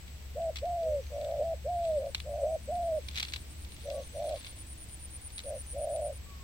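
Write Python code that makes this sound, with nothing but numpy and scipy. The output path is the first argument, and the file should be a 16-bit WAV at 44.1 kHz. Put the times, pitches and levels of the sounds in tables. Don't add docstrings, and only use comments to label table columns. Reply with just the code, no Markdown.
import sys
import numpy as np
from scipy import signal
from scipy.fft import rfft, irfft
from scipy.io import wavfile
from scipy.ndimage import uniform_filter1d

SR = 44100
rng = np.random.default_rng(int(sys.argv[2]) if len(sys.argv) > 2 else 0)


def master_out(mix):
    frames = np.transpose(np.atleast_2d(mix))
    ceiling = np.clip(frames, -1, 1)
    pcm = np.round(ceiling * 32767).astype(np.int16)
    wavfile.write(sys.argv[1], SR, pcm)


N = 283563
TIME = np.arange(N) / SR

# f/Hz, relative level/dB
AIR_SPECTRUM = [(20, -9.5), (35, -15.5), (55, 1), (75, -1.5), (100, -7.5), (150, -16.5), (200, -19.5),
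                (300, -26), (600, -28.5), (1300, -34.5), (2300, -30.5), (4500, -34), (7000, -38),
                (10000, -44.5), (15500, -38.5)]
# f/Hz, side over mid/dB
AIR_WIDTH = [(60, -14.5), (125, -9.5), (300, -5.5), (1000, -0.5), (10000, 0.5)]
# start/s, end/s, f/Hz, level/dB
LOW_TONES = [(0.9, 4.4, 192, -66), (2.55, 2.9, 224.3, -60.5), (4.2, 5.4, 322.6, -69.5)]
# t/s, hum level/dB, drone level/dB
ENGINE_LEVELS = [(0, -45, -111), (2.7, -45, -71), (3.6, -47, -64.5), (5.2, -54, -71), (5.8, -47.5, -71),
                 (6.43, -47.5, -74)]
# t/s, length/s, first f/Hz, last f/Hz, level/dB
BIRD_WHISTLES = [(3.91, 0.15, 1160, 1085, -64), (4.3, 0.13, 1116, 1034, -67),
                 (6.255, 0.128, 1163, 1087, -60), (6.385, 0.079, 1094, 1070, -62)]
# start/s, end/s, level/dB
BIRD_TWITTERS = [(0.785, 1.15, -68), (2.34, 2.6, -66.5), (3.852, 4.25, -65), (5.47, 5.7, -66.5)]
# t/s, stroke force/dB
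CRICKET_FORCE = [(1.76, -75), (2.0, -68), (3.7, -60), (5.25, -51), (5.75, -50), (6.08, -51.5), (6.18, -56)]
# f/Hz, width/Hz, gain/dB
STONE_MODES = [(2300, 450, 3), (2764, 140, 9.5), (3490, 380, 5.5), (3710, 120, 8.5), (3920, 720, 5.5),
               (4770, 49, -3), (5660, 590, -12)]
# t/s, level/dB, length/s
CRUNCHES = [(0.558, -41.5, 0.0056), (0.567, -43, 0.0087), (0.584, -49.5, 0.012), (0.655, -52.5, 0.0027),
            (.8316, -56, 0.0035), (1.067, -54, 0.0027), (1.213, -51, 0.0025), (1.2465, -50.5, 0.0028),
            (1.8515, -48, 0.0023), (2.1473, -28, 0.002), (2.15, -33.5, 0.0021), (2.179, -53, 0.0059),
            (2.201, -38.5, 0.0024), (3.085, -40, 0.0039), (3.112, -47, 0.0018), (3.145, -47, 0.0021),
            (3.157, -39, 0.0034), (3.164, -39, 0.0041), (3.174, -38, 0.0076), (3.182, -37, 0.0097),
            (3.198, -35, 0.0029), (3.202, -33.5, 0.0032), (3.212, -42.5, 0.0028), (3.2267, -36, 0.0021),
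            (3.229, -30, 0.0021), (3.25, -41, 0.004), (3.283, -45.5, 0.0073), (3.299, -50, 0.0038),
            (3.322, -45, 0.0032), (3.3361, -29, 0.0013), (3.339, -40.5, 0.0046), (3.3603, -40, 0.0056),
            (3.648, -50, 0.0031), (3.72, -51.5, 0.0034), (3.7655, -49, 0.0013), (3.901, -43.5, 0.0029),
            (4.293, -48.5, 0.0032), (4.446, -45.5, .003), (4.4644, -47, 0.0077), (5.38, -41.5, 0.0037),
            (5.391, -40.5, 0.003), (5.402, -43, 0.0019), (5.437, -55.5, 0.0049)]
# middle t/s, half length/s, level/dB
SHUFFLE_SPELLS = [(1.876, 0.13, -63.5), (3.217, 0.16, -56), (3.912, 0.21, -62.5), (4.383, 0.18, -56.5)]
# f/Hz, width/Hz, lift/dB
THROAT_RESONANCES = [(635, 22.5, 5), (588.6, 21.4, 3.5)]
# f/Hz, gain/dB
THROAT_EQ = [(300, -5), (420, -9.5), (490, -2.5), (560, 0), (720, 0), (790, -0.5), (900, -4), (1200, 2)]
# t/s, length/s, nominal top f/Hz, base level/dB, scoop/s, settling/s, opening push/dB,
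# release/s, relative buzz/dB, quaver depth/Hz
COO_CALLS = [(0.347, 0.15, 668, -35, .022, 0.064, -2.5, .005, -20, 2),
             (0.613, 0.38, 715, -34, .033, 0.035, 1, .009, -32, 12),
             (1.384, 0.15, 675, -34.5, 0.03, .07, 3.5, .005, -19, 3),
             (1.641, 0.34, 715, -33, 0.034, 0.049, -0.5, .008, -34.5, 7),
             (2.415, 0.14, 664, -33.5, .033, 0.13, 3.5, .005, -23, 3),
             (2.671, 0.308, 715.6, -33.5, 0.0344, 0.052, -1, .007, -32, 18)]
# start/s, loudest/s, end/s, base level/dB, peak roughness/0-1, nominal top f/Hz
PURR_CALLS = [(1.091, 1.342, 1.456, -35, 0.72, 609), (1.958, 2.042, 2.12, -35.5, 0.81, 593),
              (2.233, 2.429, 2.5, -36, .9, 618), (3.829, 3.933, 4.046, -36.5, 0.74, 581),
              (4.123, 4.34, 4.385, -34, .95, 634.5), (5.428, 5.536, 5.6, -38, 0.79, 593),
              (5.721, 5.945, 6.15, -34, 0.74, 615)]


def undb(db):
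    return 10 ** (np.asarray(db) / 20)


def unit(x):
    return x / np.sqrt(np.mean(np.abs(x) ** 2))


def ramp(x):
    return np.sin(np.pi / 2 * np.clip(x, 0, 1)) ** 2


def arch(start, peak, end):
    return ramp(np.interp(TIME, [start, peak, end], [0, 1, 0]))


def curves(table):
    times, *columns = np.transpose(table)
    return [np.interp(TIME, times, column) for column in columns]


def phase(hz):
    return 2 * np.pi * np.cumsum(hz) / SR


def walk(rate_hz):
    hold = int(SR / rate_hz)
    steps = np.repeat(rng.standard_normal(N // hold + 1), hold)
    return unit(uniform_filter1d(uniform_filter1d(steps, hold), hold)[:N])


def band(x, hz, width_hz):
    return signal.lfilter(*signal.iirpeak(hz, hz / width_hz, fs=SR), x)


def noise_band(hz, width_hz, shape=N):
    return unit(band(band(rng.standard_normal(shape), hz, width_hz), hz, width_hz))


def equalise(x, points):
    hz, db = np.transpose(points)
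    bins = np.maximum(np.fft.rfftfreq(N, 1 / SR), 1)
    return irfft(rfft(x) * undb(np.interp(np.log(bins), np.log(hz), db)), N)


def place(x, pan_db, lag_ms):
    delay = np.exp(-2j * np.pi * np.fft.rfftfreq(N, 1 / SR) * lag_ms / 1000)
    left = irfft(rfft(x) * delay, N)
    return np.array([left * undb(pan_db / 2), x * undb(-pan_db / 2)])


def ground_echo(x, t60_s, wet_db):
    t = TIME[:SR // 2]
    tails = rng.standard_normal((2, len(t))) * np.exp(-np.log(1000) * t / t60_s)
    tails /= np.sqrt(np.sum(tails ** 2, axis=1, keepdims=True))
    return undb(wet_db) * signal.fftconvolve(x[None], tails, axes=1)[:, :N]


def air(db=-47.5, sway_db=0.36):
    mid, side = (equalise(rng.standard_normal(N), AIR_SPECTRUM) for _ in range(2))
    side = equalise(side, AIR_WIDTH)
    stereo = np.array([undb(-0.14) * (mid + side), mid - side])
    return undb(db + sway_db * walk(2.72)) * unit(stereo)


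def low_tones(waver_hz=1.42):
    out = np.zeros(N)
    for start, end, hz, db in LOW_TONES:
        fade = np.sqrt(2 * arch(start, (start + end) / 2, end))
        out += undb(db) * fade * np.sin(phase(hz + waver_hz * walk(11)))
    return out


def engine(hum_hz=70.06, waver_hz=0.664, rumble_db=-19.5):
    hum_db, drone_db = curves(ENGINE_LEVELS)
    hum = np.sqrt(2) * np.sin(phase(hum_hz + waver_hz * walk(3.965)))
    drone = undb(drone_db) * noise_band(hz=305, width_hz=90)
    rumble = undb(rumble_db) * noise_band(hz=156, width_hz=75)
    low_end = (hum + rumble) * undb(hum_db + 0.74 * walk(7.8))
    return place(low_end + drone, pan_db=2.1, lag_ms=-0.4)


def insects(db=-62, flicker_db=2.5):
    chorus = noise_band(hz=7860, width_hz=450, shape=(3, N)) * undb(flicker_db * walk(35))
    return undb(db) * unit(place(chorus[2], pan_db=14, lag_ms=0.043) + 0.8 * chorus[:2])


def far_birds(chip_period_s=0.056, chip_s=0.0436, chip_hz=6250, chip_fall=0.062):
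    notes = list(BIRD_WHISTLES)
    for first, last, db in BIRD_TWITTERS:
        starts = np.arange(first, last, chip_period_s)
        for start, (late, high, loud) in zip(starts, rng.standard_normal((len(starts), 3))):
            top_hz = chip_hz * (1 + 0.01244 * high)
            notes.append((start + 0.0059 * late, chip_s, top_hz, top_hz * (1 - chip_fall), db + 2 * loud))
    out, waver = np.zeros(N), .02 * walk(200)
    for start, length, first_hz, last_hz, db in notes:
        span = (TIME >= start) & (TIME < start + length)
        progress = (TIME[span] - start) / length
        hz = first_hz + (last_hz - first_hz) * progress
        hz *= 1 + waver[span] * first_hz / chip_hz
        fade = np.sqrt(2 * np.abs(np.sin(np.pi * progress)))
        out[span] += undb(db) * fade * np.sin(phase(hz))
    return out + ground_echo(out, t60_s=.25, wet_db=-5)


def cricket_chirps(start_s=1.722, tires_s=5.38, end_s=6.178, period_s=.109, tired_period_s=.1155):
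    cycle = (np.minimum(TIME, tires_s) - start_s) / period_s
    cycle += np.maximum(TIME - tires_s, 0) / tired_period_s
    chirps = np.interp(cycle % 1, [0, .05, .24, .38, .6, .7, 1], [.12, .43, .4, .75, .92, .071, .073])
    return chirps, (TIME > start_s) & (TIME < end_s)


def cricket(wing_hz=9280, hz_per_db=21, stroke_hz=135, slide_hz=450):
    force_db, = curves(CRICKET_FORCE)
    relative_db = force_db - force_db.max()
    chirps, singing = cricket_chirps()
    stroke_cycle = np.cumsum(stroke_hz * (1 + 0.07 * walk(60))) / SR % 1
    strokes = np.exp(-stroke_cycle / 0.48) * (1 - np.exp(-stroke_cycle / 0.41))
    hz = wing_hz + hz_per_db * relative_db - slide_hz * (stroke_cycle ** 2 - .17)
    ring = np.sqrt(2) * np.sin(phase(hz) + 0.9 * walk(280))
    rasp = unit(band(band(rng.standard_normal(N), 9150, 730), 8800, 820))
    timbre = ring * undb(force_db + 0.39 * relative_db + 2.5) + rasp * undb(0.42 * relative_db - 57)
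    song = unit(chirps * strokes) * singing * timbre
    return place(band(song, 9220, 1400), pan_db=1.0, lag_ms=0.028)


def stone_ring(grains, snap_db=-4.5, crack_db=-22):
    ring = sum((-1) ** k * undb(db) * band(grains, hz, width)
               for k, (hz, width, db) in enumerate(STONE_MODES))
    snap = undb(snap_db) * band(grains, 2230, 2660)
    crack = undb(crack_db) * band(grains, 11400, 7600)
    return band(ring, 3240, 5300) + snap + crack


def grit_ticks(gap_s=0.28, db=-58, spread_db=7.5, length_s=0.002):
    slots = np.arange(0, TIME[-1], gap_s)
    rows = [(slot + gap_s * late, db + spread_db * (2 * loud - 1), length_s)
            for slot, (late, loud) in zip(slots, rng.random((len(slots), 2)))]
    return [row for row in rows if row[0] < TIME[-1] - .1]


def grit_grains(count, spread_db, cap):
    return rng.standard_normal((3, count)) * undb(spread_db * np.minimum(rng.exponential(size=count), cap))


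def grit(tail_s=0.014, rustle_db=-92, diffuse_db=1.5):
    out, t = np.zeros((3, N)), TIME[:SR // 15]
    for start, db, length in list(CRUNCHES) + grit_ticks():
        envelope = np.exp(-(t / length) ** 2) + 0.14 * np.exp(-t / tail_s)
        crunch = stone_ring(grit_grains(len(t), spread_db=5, cap=4) * envelope)
        energy = np.sum(crunch ** 2, axis=1, keepdims=True)
        i = int(start * SR)
        out[:, i:i + len(t)] += crunch * undb(db) * np.sqrt(length * SR / energy)
    rustle = unit(stone_ring(grit_grains(N, spread_db=7, cap=6)))
    shuffles = sum(undb(db) * np.exp(-((TIME - middle) / half) ** 2) for middle, half, db in SHUFFLE_SPELLS)
    out += rustle * (undb(rustle_db) + shuffles)
    return place(out[2], pan_db=2.5, lag_ms=-.22) + undb(diffuse_db) * out[:2]


def coo(start, length, top_hz, db, scoop_s, settle_s, push_db, release_s, buzz_db, quaver_hz,
        scoop_hz=213.3, sag_hz_per_s2=1150, slack_hz=370, quaver_rate_hz=21.8,
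        attack_s=0.025, push_s=0.024, onset_rough=0.445, clear_rough=.09):
    t = np.clip(TIME - start, 0, 2 * length)
    hz = top_hz - scoop_hz * np.exp(-(t / scoop_s) ** 2) - sag_hz_per_s2 * t ** 2
    hz += quaver_hz * np.sin(2 * np.pi * quaver_rate_hz * t) * np.exp(-(t / 0.23) ** 2)
    lift_db = sum(lift * np.exp(-((hz - centre) / width) ** 2) for centre, width, lift in THROAT_RESONANCES)
    lift_db *= ramp(t / (settle_s + scoop_s)) ** 2
    push = np.exp(-(2 * (t / push_s - 1)) ** 2)
    release = np.exp(1 - np.hypot(np.maximum(TIME - start - length, 0) / release_s, 1))
    effort = undb(db + lift_db + push_db * push) * ramp(t / attack_s) ** 0.78 * release
    hz = slack_hz + (hz - slack_hz) * release ** 0.41
    rough = onset_rough + (clear_rough - onset_rough) * ramp(2 * t / settle_s - 1)
    return effort, hz, rough, undb(buzz_db)


def purr(start, loudest, end, db, rough, top_hz, fade_s=.055, hz_per_db=7.5, rest_hz=497, buzz_db=-17.5):
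    edges = ramp(np.minimum(TIME - start, end - TIME) / fade_s) ** 0.672
    swell = arch(start, loudest, end) ** 0.185 * edges
    hz = top_hz + hz_per_db * 20 * np.log10(swell + 1e-9)
    return undb(db) * swell, np.maximum(hz, rest_hz), rough * swell ** 0.124, undb(buzz_db)


def dove_phrasing():
    calls = [coo(*row) for row in COO_CALLS] + [purr(*row) for row in PURR_CALLS]
    effort = sum(call[0] for call in calls) + 1e-9
    hz, rough, buzz = (sum(call[0] * call[k] for call in calls) / effort for k in (1, 2, 3))
    return effort, hz, rough, buzz


def syrinx_flutter(rough, rate_hz=124, swell_s=0.01706, slowing=.21, jitter=0.195, slip_rad=1.23,
                   spread_db=2.5, kick_hz=240, kick_s=0.0033):
    flutter, start, t = np.zeros(N + SR, complex), 0, TIME[:SR // 40]
    kick_rad = -2 * np.pi * kick_hz * kick_s * np.exp(-t / kick_s)
    for late, size, shift in rng.standard_normal((N // 200, 3)):
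        i = int(start * SR)
        if i >= N:
            break
        length = swell_s * (1 - 0.16 * rough[i])
        swell = np.sin(np.pi * np.minimum(t / length, 1)) ** 2 * undb(spread_db * rough[i] * size)
        offset_rad = rough[i] ** 0.89 * (slip_rad * shift + kick_rad)
        flutter[i:i + len(t)] += swell * np.exp(1j * offset_rad)
        start += (1 + rough[i] * (slowing + jitter * np.clip(late, -2, 2))) / rate_hz
    power = uniform_filter1d(np.abs(flutter[:N]) ** 2, SR // 36)
    return flutter[:N] / np.sqrt(power + 1e-9)


def split_voice(start=0.81, end=.99, top_hz=524, db=-39.5, scoop_hz=130, scoop_s=0.0222, waver_hz=9):
    hz = top_hz - scoop_hz * np.exp(-np.maximum(TIME - start, 0) / scoop_s) + waver_hz * walk(70)
    swell = np.sqrt(arch(start, (start + end) / 2, end))
    return undb(db) * swell * np.exp(1j * phase(hz))


def dove(pull_hz=35, rough_sag_hz=41.88, waver_hz=4.2, side_hz=116,
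         husk_db=-24, break_db=11, overtone_db=-54):
    effort, hz, rough, buzz = dove_phrasing()
    flutter = syrinx_flutter(rough)
    hz = hz + pull_hz * (np.abs(flutter) - 1) - rough_sag_hz * rough ** 2 + waver_hz * walk(55)
    tone = flutter * np.exp(1j * phase(hz))
    breaking = np.exp(-((rough - .42) / 0.16) ** 2)
    husk = undb(husk_db + break_db * breaking)
    beat = np.exp(1j * phase(side_hz * (1 + 0.0804 * walk(60))))
    side_tones = tone * (buzz * beat + husk / beat)
    syrinx = effort * (tone + side_tones + undb(overtone_db) * tone ** 2) + split_voice()
    voice = equalise(np.sqrt(2) * syrinx.real, THROAT_EQ)
    return place(voice, pan_db=-0.75, lag_ms=0.012) + ground_echo(voice, t60_s=.16, wet_db=-18)


def scene():
    return dove() + grit() + cricket() + far_birds() + insects() + engine() + low_tones() + air()


def record(dry, cutoff_hz=15800):
    return signal.sosfilt(signal.ellip(8, .2, 70, cutoff_hz, fs=SR, output="sos"), dry)


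dry = scene()
out = record(dry)
master_out(out)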